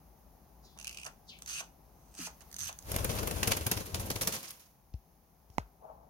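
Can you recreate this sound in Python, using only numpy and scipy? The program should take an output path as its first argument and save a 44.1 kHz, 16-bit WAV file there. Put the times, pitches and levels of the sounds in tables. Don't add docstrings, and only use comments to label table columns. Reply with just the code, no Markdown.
import sys
import numpy as np
from scipy import signal
from scipy.fft import rfft, irfft
from scipy.io import wavfile
from scipy.ndimage import uniform_filter1d, map_coordinates

SR = 44100
rng = np.random.default_rng(int(sys.argv[2]) if len(sys.argv) > 2 else 0)


def voltage_ratio(decibels):
    exponent = np.asarray(decibels, float) / 20
    return 10 ** exponent


def put_to_file(sound):
    columns = np.atleast_2d(sound).T
    safe = np.clip(columns, -1, 1)
    whole_steps = np.round(safe * 32767)
    wavfile.write(sys.argv[1], SR, whole_steps.astype(np.int16))


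N = 268613

# time in seconds, level in dB, treble lift in dB.
ROOM_LEVEL = [(0, -58, 2.5), (2.1, -58.5, 3), (2.5, -57.5, 9), (4.6, -66, 16), (4.8, -63.5, 5.5),
              (5.4, -62.5, 4.5), (5.6, -61.5, 4), (6.09, -59.5, -1.5)]
# frequency in Hz, relative density in dB per Hz.
ROOM_TONE = [(15, -36), (25, -11.5), (59, 7), (97, -10), (161, -2), (293, -12), (416, -13.5), (489, -16),
             (796, -10.5), (1560, -31), (3340, -40), (6380, -35), (7510, -42.5), (11000, -30),
             (16000, -29.5)]
# frequency in Hz, correlation from 0 to 1.
LIKENESS = [(60, 0.96), (300, 0.83), (1000, 0.35), (4000, 0.25), (15000, 0.102)]
ROOM_T60_S, WALL_CUT_HZ, ROOM_DB = 0.22, 8000, -11

# start in seconds, length in seconds, level in dB, start and end centre in Hz.
SWISHES = [(0.597, 0.25, -62.5, 5500, 3700), (1.241, .185, -51, 6070, 2500),
           (5.483, 0.095, -73.5, 5640, 4900)]
SWISH_RISE_S, SWISH_SETTLE_S, SWISH_GLIDE_S, SWISH_FALL_S = 0.056, 0.029, 0.094, 0.03
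SWISH_SETTLE_DB, SWISH_SAG_DB = -6, -17
# time in seconds, level in dB, centre in Hz.
SLIDE = [(5.78, -83, 640), (5.82, -60.5, 656), (5.85, -53, 710), (5.87, -57, 740), (5.9, -51.5, 740),
         (5.94, -61, 720), (6.0, -64, 755), (6.09, -68, 707)]

# time in seconds, level in dB, centre in Hz, t60 in seconds.
PUFFS = [(.764, -47, 650, .06), (1.051, -42, 870, .06), (2.6, -40, 65, .37), (4.938, -50, 4000, .017),
         (5.501, -52, 6000, .015)]
CLOSING_PUFF_DB, CLOSING_PUFF_HZ, CLOSING_PUFF_T60_S, CLOSING_LEAD_S = 1.5, 900, 0.089, 0.0031
# centre in Hz, level in dB relative to the click setting, t60 in seconds.
BUMP_TAIL = [(780, -17, 0.14), (2200, -34, 0.12), (5500, -24, 0.059)]

# centre in Hz, width in Hz, gain in dB before lift and wander.
THROAT = [(1556, 900, -8), (2657, 530, -0.5), (3630, 430, -6), (4900, 1080, -3.5), (6200, 540, 2),
          (8450, 1400, 3.5), (10110, 1200, -0.5), (12200, 1800, -3), (14900, 3200, -19)]
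# start in seconds,
# length in seconds, first gap in seconds, first click's drive in dB, change per click in dB.
CREAKS = [(0.787, .063, .0115, -31.5, 1.0), (0.854, .02, 0.016, -32.5, 6.5), (0.877, .04, .0158, -21.5, -2),
          (.9274, .024, .0182, -33, 1), (0.972, .066, .012, -27.5, -2.0),
          (1.0445, .015, 0.014, -33.5, -2.5), (1.4204, .013, .0093, -25.5, -3), (1.46, .02, .016, -27, -6),
          (2.1405, .014, .0095, -41.5, 11.5), (2.514, .036, 0.013, -37, 6.5)]
CREAK_GAP_RATIO, CLICK_SPREAD_DB = 1.15, 4
# time in seconds, drive in dB.
LONE_CLICKS = [(0.775, -39), (1.3874, -40), (1.6394, -42.5), (2.4067, -38), (2.5638, -24), (2.5849, -27),
               (2.7268, -32), (2.788, -28), (2.8243, -38.5)]
# start in seconds, length in seconds, attack in seconds, drive in dB,
# starting rate in clicks per second, left-right difference in dB, base lift of the low resonance in dB.
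BUZZES = [(.78, .26, .012, -57.5, 122, -2.5, 4.5), (1.044, 0.019, 0.0076, -36.5, 220, -4.5, -3),
          (1.466, .14, .011, -37.5, 234, 1, -0.5), (2.141, 0.13, 0.047, -38, 236, 0.5, -3.5),
          (2.404, .012, .006, -54.5, 200, -10.5, -4.5), (2.581, .111, 0.0044, -37, 125, -0.5, -5.5)]
BUZZ_RELEASE_T60_S, BUZZ_END_CHANGE_DB, SPEED_UP = 0.052, 1, 2.3
LOW_THROAT_DB, HIGH_THROAT_DB = (-2, 7, -16.5), (-2.5, -3, 0.5)

# time in seconds, level in dB, start and end pitch in Hz, t60 in seconds.
TAPS = [(2.192, -41.5, 340, 232, 0.21), (2.201, -45, 189, 169.8, 0.38)]
# time in seconds, click drive in dB, thud level in dB, thud t60 in seconds,
# left-right difference of the click in dB.
BUMPS = [(4.942, -60.5, -26.5, 0.1, 3), (5.501, -62, -43, 0.12, -8), (5.583, -24.5, -34.5, 0.24, -13.5)]
# frequency in Hz, gain in dB, t60 in seconds.
BODY = [(272, 3, 0.012), (872, 10.5, 0.01), (2020, -3.5, 0.0098), (3935, -17.5, 0.0066),
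        (5040, -25.5, 0.016), (6380, -22.5, 0.0086), (7340, -14, 0.0037), (10360, -19, 0.0033)]
THUD_BASE_HZ, THUD_END_HZ, THUD_HZ_PER_DB = 249.6, 49.8, 2.5

# time in seconds, strength in dB, basic t60 in seconds.
BEATS = [(2.9156, -26, 0.023), (2.9406, -42, 0.077), (2.9619, -19, 0.011), (2.9854, -32.5, 0.075),
         (3.0445, -22.5, 0.03), (3.0916, -31.5, 0.15), (3.1515, -36.5, 0.21), (3.1856, -29.5, 0.083),
         (3.2298, -27.5, 0.023), (3.272, -28.5, 0.041), (3.3103, -27, 0.03), (3.359, -40.5, 0.18),
         (3.4291, -19.5, 0.054), (3.4725, -21, 0.089), (3.508, -20.5, 0.045), (3.5163, -18, 0.061),
         (3.5666, -22.5, 0.047), (3.6081, -34.5, 0.063), (3.665, -18, 0.039), (3.7135, -14.5, 0.059),
         (3.7668, -30.5, 0.12), (3.804, -29, 0.038), (3.857, -38, 0.12), (3.944, -25.5, 0.097),
         (3.995, -33, 0.17), (4.057, -37.5, 0.08), (4.1015, -17, 0.048), (4.1567, -24.5, 0.046),
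         (4.2106, -22.5, 0.091), (4.2726, -12.5, 0.058), (4.323, -26, 0.2), (4.4287, -34, 0.32),
         (4.5053, -38, 0.1), (4.5947, -49.5, 0.31)]
# time in seconds, feather hiss in dB, air push in dB,
# left-right difference of the low parts in dB.
FLIGHT = [(2.8, -72, -73, -8), (2.9, -45, -39, 0.5), (3.07, -46, -31, 2.5), (3.53, -46, -38, 3),
          (3.59, -48, -41, -0.5), (3.81, -48.5, -41, 1.5), (3.86, -53.5, -48.5, 1),
          (3.99, -52.5, -32.5, -2), (4.21, -49.5, -41.5, 0.5), (4.34, -45, -57, -2), (4.45, -58.5, -75, -1),
          (4.58, -66, -69, -3), (4.8, -107, -71.5, -9.5)]
# frequency in Hz, relative density in dB per Hz.
FEATHERS = [(590, -9), (1000, -0.5), (1470, -5), (2150, -3.5), (2470, -3), (3620, -5.5), (5440, -4.5),
            (7440, -4.5), (10700, 0.5), (15100, -5.5), (16000, -11.5)]
FLUTTER = [(53, -23), (90, -5.5), (183, -6.5), (269, -11), (510, -8.5), (1260, -22), (1600, -23),
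           (2080, -37.5), (3520, -120)]
AIR_PUSH = [(15, -36), (25, 13), (48, -4), (70, 4), (113, 4), (145, -18), (200, -5.5), (260, -39.5),
            (440, -120)]
USUAL_BEAT_DB = -27
DULL_DB, DULL_FOLLOWS, DULL_CHANGE_DB_PER_S = -33.5, 0.92, -4.0
THUMP_DB, THUMP_FOLLOWS = 5, 0.72
FLUTTER_DB, FLUTTER_FROM_HISS, TREBLE_PAN_SHARE = -0.5, 0.64, 0.3

# time in seconds, lag of left behind right in milliseconds.
LEFT_LAG = [(.5, -0.17), (1.9, -0.23), (2.3, 0.15), (2.7, -0.27), (3.2, -0.41), (3.8, -0.32), (4.2, -0.245),
            (4.7, -0.19), (5.2, 0.31)]
# frequency in Hz, common gain in dB, left-right difference in dB.
PORTS = [(26, -20.5, -1.5), (40.5, -2.5, 4.5), (2500, 1.5, 1.5), (3900, 1, 2), (5500, 1.5, -5),
         (6660, -1.5, -14), (6960, -0.5, -8.5), (7500, -4.5, -0.5), (9030, -3, -3), (11200, -1, 0)]


def rms_one(x):
    return x / np.sqrt(np.mean(x ** 2) + 1e-20)


def in_time(rows, silent_db=-120):
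    s, first, *rest = np.transpose(rows)
    t = np.arange(N) / SR
    level = np.interp(t, s, first, left=silent_db, right=silent_db)
    return [level] + [np.interp(t, s, column) for column in rest]


def at_hz(points, hz):
    point_hz, value = np.transpose(points)
    return np.interp(np.log(hz), np.log(point_hz), value)


def panned(x, pan_db):
    return x * voltage_ratio(np.multiply.outer([0.5, -0.5], pan_db))


def drift(rate_hz):
    r = np.exp(-2 * np.pi * rate_hz * 40 / SR)
    white = rng.standard_normal(N // 40 + 2002)
    slow = signal.lfilter([1], [1, -2 * r, r * r], white)[2000:]
    return np.interp(np.arange(N) / 40, np.arange(len(slow)), rms_one(slow))


def bandpass(x, low_hz, high_hz):
    return signal.sosfilt(signal.butter(2, [low_hz, high_hz], "band", fs=SR, output="sos"), x)


def smooth_lowpass(x, order, cut_hz):
    return signal.sosfiltfilt(signal.butter(order, cut_hz, fs=SR, output="sos"), x)


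def decay(impulses, t60_s):
    return signal.lfilter([1], [1, -voltage_ratio(-60 / t60_s / SR)], impulses + 1e-18)


def ring(clicks, hz, t60_s):
    r, w = voltage_ratio(-60 / (t60_s * SR)), 2 * np.pi * hz / SR
    return signal.lfilter([0, np.sin(w)], [1, -2 * r * np.cos(w), r * r], clicks + 1e-18)


def noise(spectrum):
    hz = np.maximum(np.arange(N // 2 + 1) * SR / N, 1)
    alike = np.clip(at_hz(LIKENESS, hz), 0, 1)
    mid, side = rfft(rng.standard_normal((2, N)))
    inside = (hz >= spectrum[0][0]) & (hz <= spectrum[-1][0])
    both = np.sqrt(1 + alike) * mid + np.sqrt(1 - alike) * side * [[1], [-1]]
    return rms_one(irfft(both * inside * voltage_ratio(at_hz(spectrum, hz)), N))


def bursts(times_s, peak_db, rise_s, t60_s):
    out = np.zeros(N)
    for s, db, rise, t60 in np.broadcast(times_s, peak_db, rise_s, t60_s):
        start = round((s - rise / 2) * SR)
        t = np.arange(min(round(t60 * SR), N - start)) / SR
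        swell = np.minimum(t / max(rise, 1 / SR), 1) ** 2
        shape = swell * voltage_ratio(db - 60 * np.maximum(t - rise, 0) / t60)
        span = slice(start, start + len(t))
        out[span] = np.hypot(out[span], shape)
    return out


def swept_noise(rows, below_oct, above_oct):
    level_db, centre_hz = in_time(rows)
    on = level_db > -94
    out, hz = np.zeros((2, N)), centre_hz[on]
    white = rng.standard_normal((2, 2, len(hz)))
    white = white + white[:, :1]
    for k, middle_hz in enumerate(np.geomspace(hz.min() * 0.648, hz.max() * 2, num=16)):
        band = bandpass(white[k % 2], middle_hz / 1.08, middle_hz * 1.012)
        octaves = np.log2(middle_hz / hz)
        reach = np.where(octaves < 0, below_oct, above_oct)
        out[:, on] += rms_one(band) * np.exp(-(octaves / reach) ** 2)
    return voltage_ratio(level_db - 5) * out


def room_tone():
    level_db, lift_db = in_time(ROOM_LEVEL, silent_db=-64)
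    tone = noise(ROOM_TONE)
    bass = smooth_lowpass(tone, 2, 1500)
    return voltage_ratio(level_db) * (voltage_ratio(0.5 * drift(5.9)) * bass + voltage_ratio(lift_db) * (tone - bass))


def swish_curve():
    rows = []
    for start, length, db, start_hz, end_hz in SWISHES:
        after = np.array([0, SWISH_RISE_S, SWISH_RISE_S + SWISH_SETTLE_S, SWISH_GLIDE_S,
                          length - SWISH_FALL_S, length])
        hz = start_hz * (end_hz / start_hz) ** np.minimum(after / SWISH_GLIDE_S, 1)
        settled_db = db + SWISH_SETTLE_DB
        rows += zip(start + after, [-95, db, settled_db, settled_db, db + SWISH_SAG_DB, -95], hz)
    return rows


def swishes():
    feathers = swept_noise(swish_curve(), below_oct=0.19, above_oct=1.0)
    hand = swept_noise(SLIDE, below_oct=0.54, above_oct=0.67)
    return feathers + voltage_ratio(1.3 * drift(36)) * hand


def room(x):
    t = np.arange(round(ROOM_T60_S * SR)) / SR
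    tail = rng.standard_normal((2, len(t))) * voltage_ratio(-60 * t / ROOM_T60_S) * (t > 0.004)
    tail = signal.sosfilt(signal.butter(1, WALL_CUT_HZ, fs=SR, output="sos"), tail)
    return signal.fftconvolve(x[None], tail / np.sqrt(np.sum(tail ** 2) / 2), axes=1)[:, :N]


def puffs(width=1.65):
    out = np.zeros((2, N))
    closing = [(s + length - CLOSING_LEAD_S, db + CLOSING_PUFF_DB, CLOSING_PUFF_HZ, CLOSING_PUFF_T60_S)
               for s, length, _, db, *_ in BUZZES]
    tails = [(s + 0.005, click_db + db, hz, t60)
             for s, click_db, *_ in BUMPS for hz, db, t60 in BUMP_TAIL]
    for s, db, hz, t60 in PUFFS + closing + tails:
        start, size = round(s * SR) - 400, 20000
        span = slice(start, start + size)
        air = rms_one(bandpass(rng.standard_normal(size), hz / width, hz * width))
        out[:, span] += air * bursts(s, db - 8.5, 0.16 * t60, t60)[span]
    return out


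def creak_clicks():
    k, chance = np.arange(8), rng.standard_normal((len(CREAKS), 8))
    start, length, gap, db, step_db = np.transpose(CREAKS)[:, :, None]
    after = gap * (CREAK_GAP_RATIO ** k - 1) / (CREAK_GAP_RATIO - 1)
    level_db = db + step_db * k + CLICK_SPREAD_DB * chance * (k > 0)
    kept = after <= length
    lone_s, lone_db = np.transpose(LONE_CLICKS)
    return np.append((start + after)[kept], lone_s), np.append(level_db[kept], lone_db)


def buzz_controls():
    rows = []
    for start, length, attack, db, per_s, pan_db, lift_db in BUZZES:
        end, fast = start + length, per_s * SPEED_UP
        points = [(start, db - 25, per_s, 0),
                  (start + attack, db, per_s, 0),
                  (end, db + BUZZ_END_CHANGE_DB, fast, 1),
                  (end + BUZZ_RELEASE_T60_S / 3, db - 20, fast, 2),
                  (end + BUZZ_RELEASE_T60_S, db - 60, fast, 2)]
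        for s, level_db, rate, k in points:
            rows.append((s, level_db, rate, pan_db, lift_db + LOW_THROAT_DB[k], HIGH_THROAT_DB[k]))
    return in_time(sorted(rows))


def throat(x, low_db, high_db):
    out = 0
    for k, (hz, width, db) in enumerate(THROAT):
        gain = voltage_ratio(db + low_db * (k == 1) + high_db * (k > 4) + 1.5 * drift(9))
        out = out + gain * bandpass(x, hz - width / 2, hz + width / 2)
    return out


def rasp():
    white = rng.standard_normal(N) + rng.standard_normal((2, N))
    s, db = creak_clicks()
    lone = np.zeros(N)
    lone[np.round(s * SR).astype(int)] = voltage_ratio(db - 6)
    level_db, per_s, pan_db, low_db, high_db = buzz_controls()
    cycles = np.cumsum(per_s * np.exp(0.15 * drift(130))) / SR
    train = (np.diff(np.floor(cycles), prepend=0) > 0) * voltage_ratio(1.5 * rng.standard_normal(N))
    pulses = 0.16 + decay(train, t60_s=0.008)
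    pulses = pulses / np.sqrt(uniform_filter1d(pulses ** 2, size=2000))
    clicks = decay(lone, t60_s=0.013)
    source = 0.9 * lone + white * (clicks + voltage_ratio(level_db) * pulses)
    return throat(panned(1, pan_db) * source, low_db, high_db)


def bumps(glide_s=0.014):
    click, thud, t = np.zeros((2, N)), np.zeros((2, N)), np.arange(8000) / SR
    thuds = list(TAPS)
    for s, click_db, thud_db, t60, pan_db in BUMPS:
        click[:, round(s * SR)] = panned(voltage_ratio(click_db), pan_db)
        thuds.append((s, thud_db, THUD_BASE_HZ + THUD_HZ_PER_DB * click_db, THUD_END_HZ, t60))
    for s, thud_db, start_hz, end_hz, t60 in thuds:
        at = round(s * SR)
        turns = end_hz * t + (start_hz - end_hz) * glide_s * (1 - np.exp(-t / glide_s))
        thud[:, at:at + len(t)] -= voltage_ratio(thud_db - 60 * t / t60) * np.sin(2 * np.pi * turns)
    return sum(voltage_ratio(db) * ring(click, hz, t60) for hz, db, t60 in BODY) + thud


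def wings():
    s, beat_db, t60 = np.transpose(BEATS)
    t = np.arange(N) / SR
    hiss_db, push_db, low_pan_db = in_time(FLIGHT)
    flutter_db = FLUTTER_DB + FLUTTER_FROM_HISS * hiss_db + (1 - FLUTTER_FROM_HISS) * push_db
    extra_db = beat_db - USUAL_BEAT_DB
    dull_db = DULL_DB + DULL_FOLLOWS * extra_db + DULL_CHANGE_DB_PER_S * (s - s[0])
    thump_db = np.interp(s, t, flutter_db) + THUMP_DB + THUMP_FOLLOWS * extra_db
    flying = (t > FLIGHT[0][0]) & (t < FLIGHT[-1][0])

    feathers = noise(FEATHERS)
    below_4k, below_8k = (smooth_lowpass(feathers, 3, hz) for hz in (4000, 8000))
    grain = voltage_ratio(4.5 * drift(130))
    bright = voltage_ratio(2.5 * drift(40)) * grain * (below_8k - below_4k)
    top = voltage_ratio(4.7 * drift(28)) * (feathers - below_8k)
    crack = bursts(s, 0, 0.00054, 0.0049)
    slap = bursts(s, beat_db - 7.5, 0.0023, t60) * bright
    slap += bursts(s, beat_db - 8, 0.004, 0.87 * t60) * top
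    slap += (1 + crack) * bursts(s, dull_db, 0.0057, t60) * grain * below_4k
    hiss = voltage_ratio(hiss_db + 0.43 * drift(60)) * feathers
    high = panned(slap + hiss, TREBLE_PAN_SHARE * low_pan_db)

    thump = bursts(s, thump_db, 0.012, 1.32 * t60)
    flutter = (flying * voltage_ratio(flutter_db) + thump) * noise(FLUTTER)
    stroke = np.interp(t, s, np.arange(len(s)))
    pumping = 1 + 0.52 * np.cos(2 * np.pi * (stroke - 0.1))
    push = flying * voltage_ratio(push_db) * pumping * noise(AIR_PUSH)
    return high, panned(flutter + push, low_pan_db)


def scene():
    high, low = wings()
    airborne = high + rasp() + puffs() + swishes()
    near = airborne + low + bumps()
    lag_s = np.interp(np.arange(N) / SR, *np.transpose(LEFT_LAG)) / 1000
    right = map_coordinates(near[1], [np.arange(N) + lag_s * SR], order=3, mode="nearest")
    echoes = voltage_ratio(ROOM_DB) * room(airborne.mean(axis=0))
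    return np.array([near[0], right]) + echoes + room_tone()


def top_cut(x):
    return signal.sosfilt(signal.butter(12, 16980, fs=SR, output="sos"), x)


def record(dry):
    hz = np.maximum(np.arange(N // 2 + 1) * SR / N, 1)
    port_hz, both_db, pan_db = np.transpose(PORTS)
    colour = panned(voltage_ratio(np.interp(hz, port_hz, both_db)), np.interp(hz, port_hz, pan_db))
    mix = irfft(rfft(dry) * colour, N)
    return top_cut(mix)


dry = scene()
out = record(dry)
put_to_file(out)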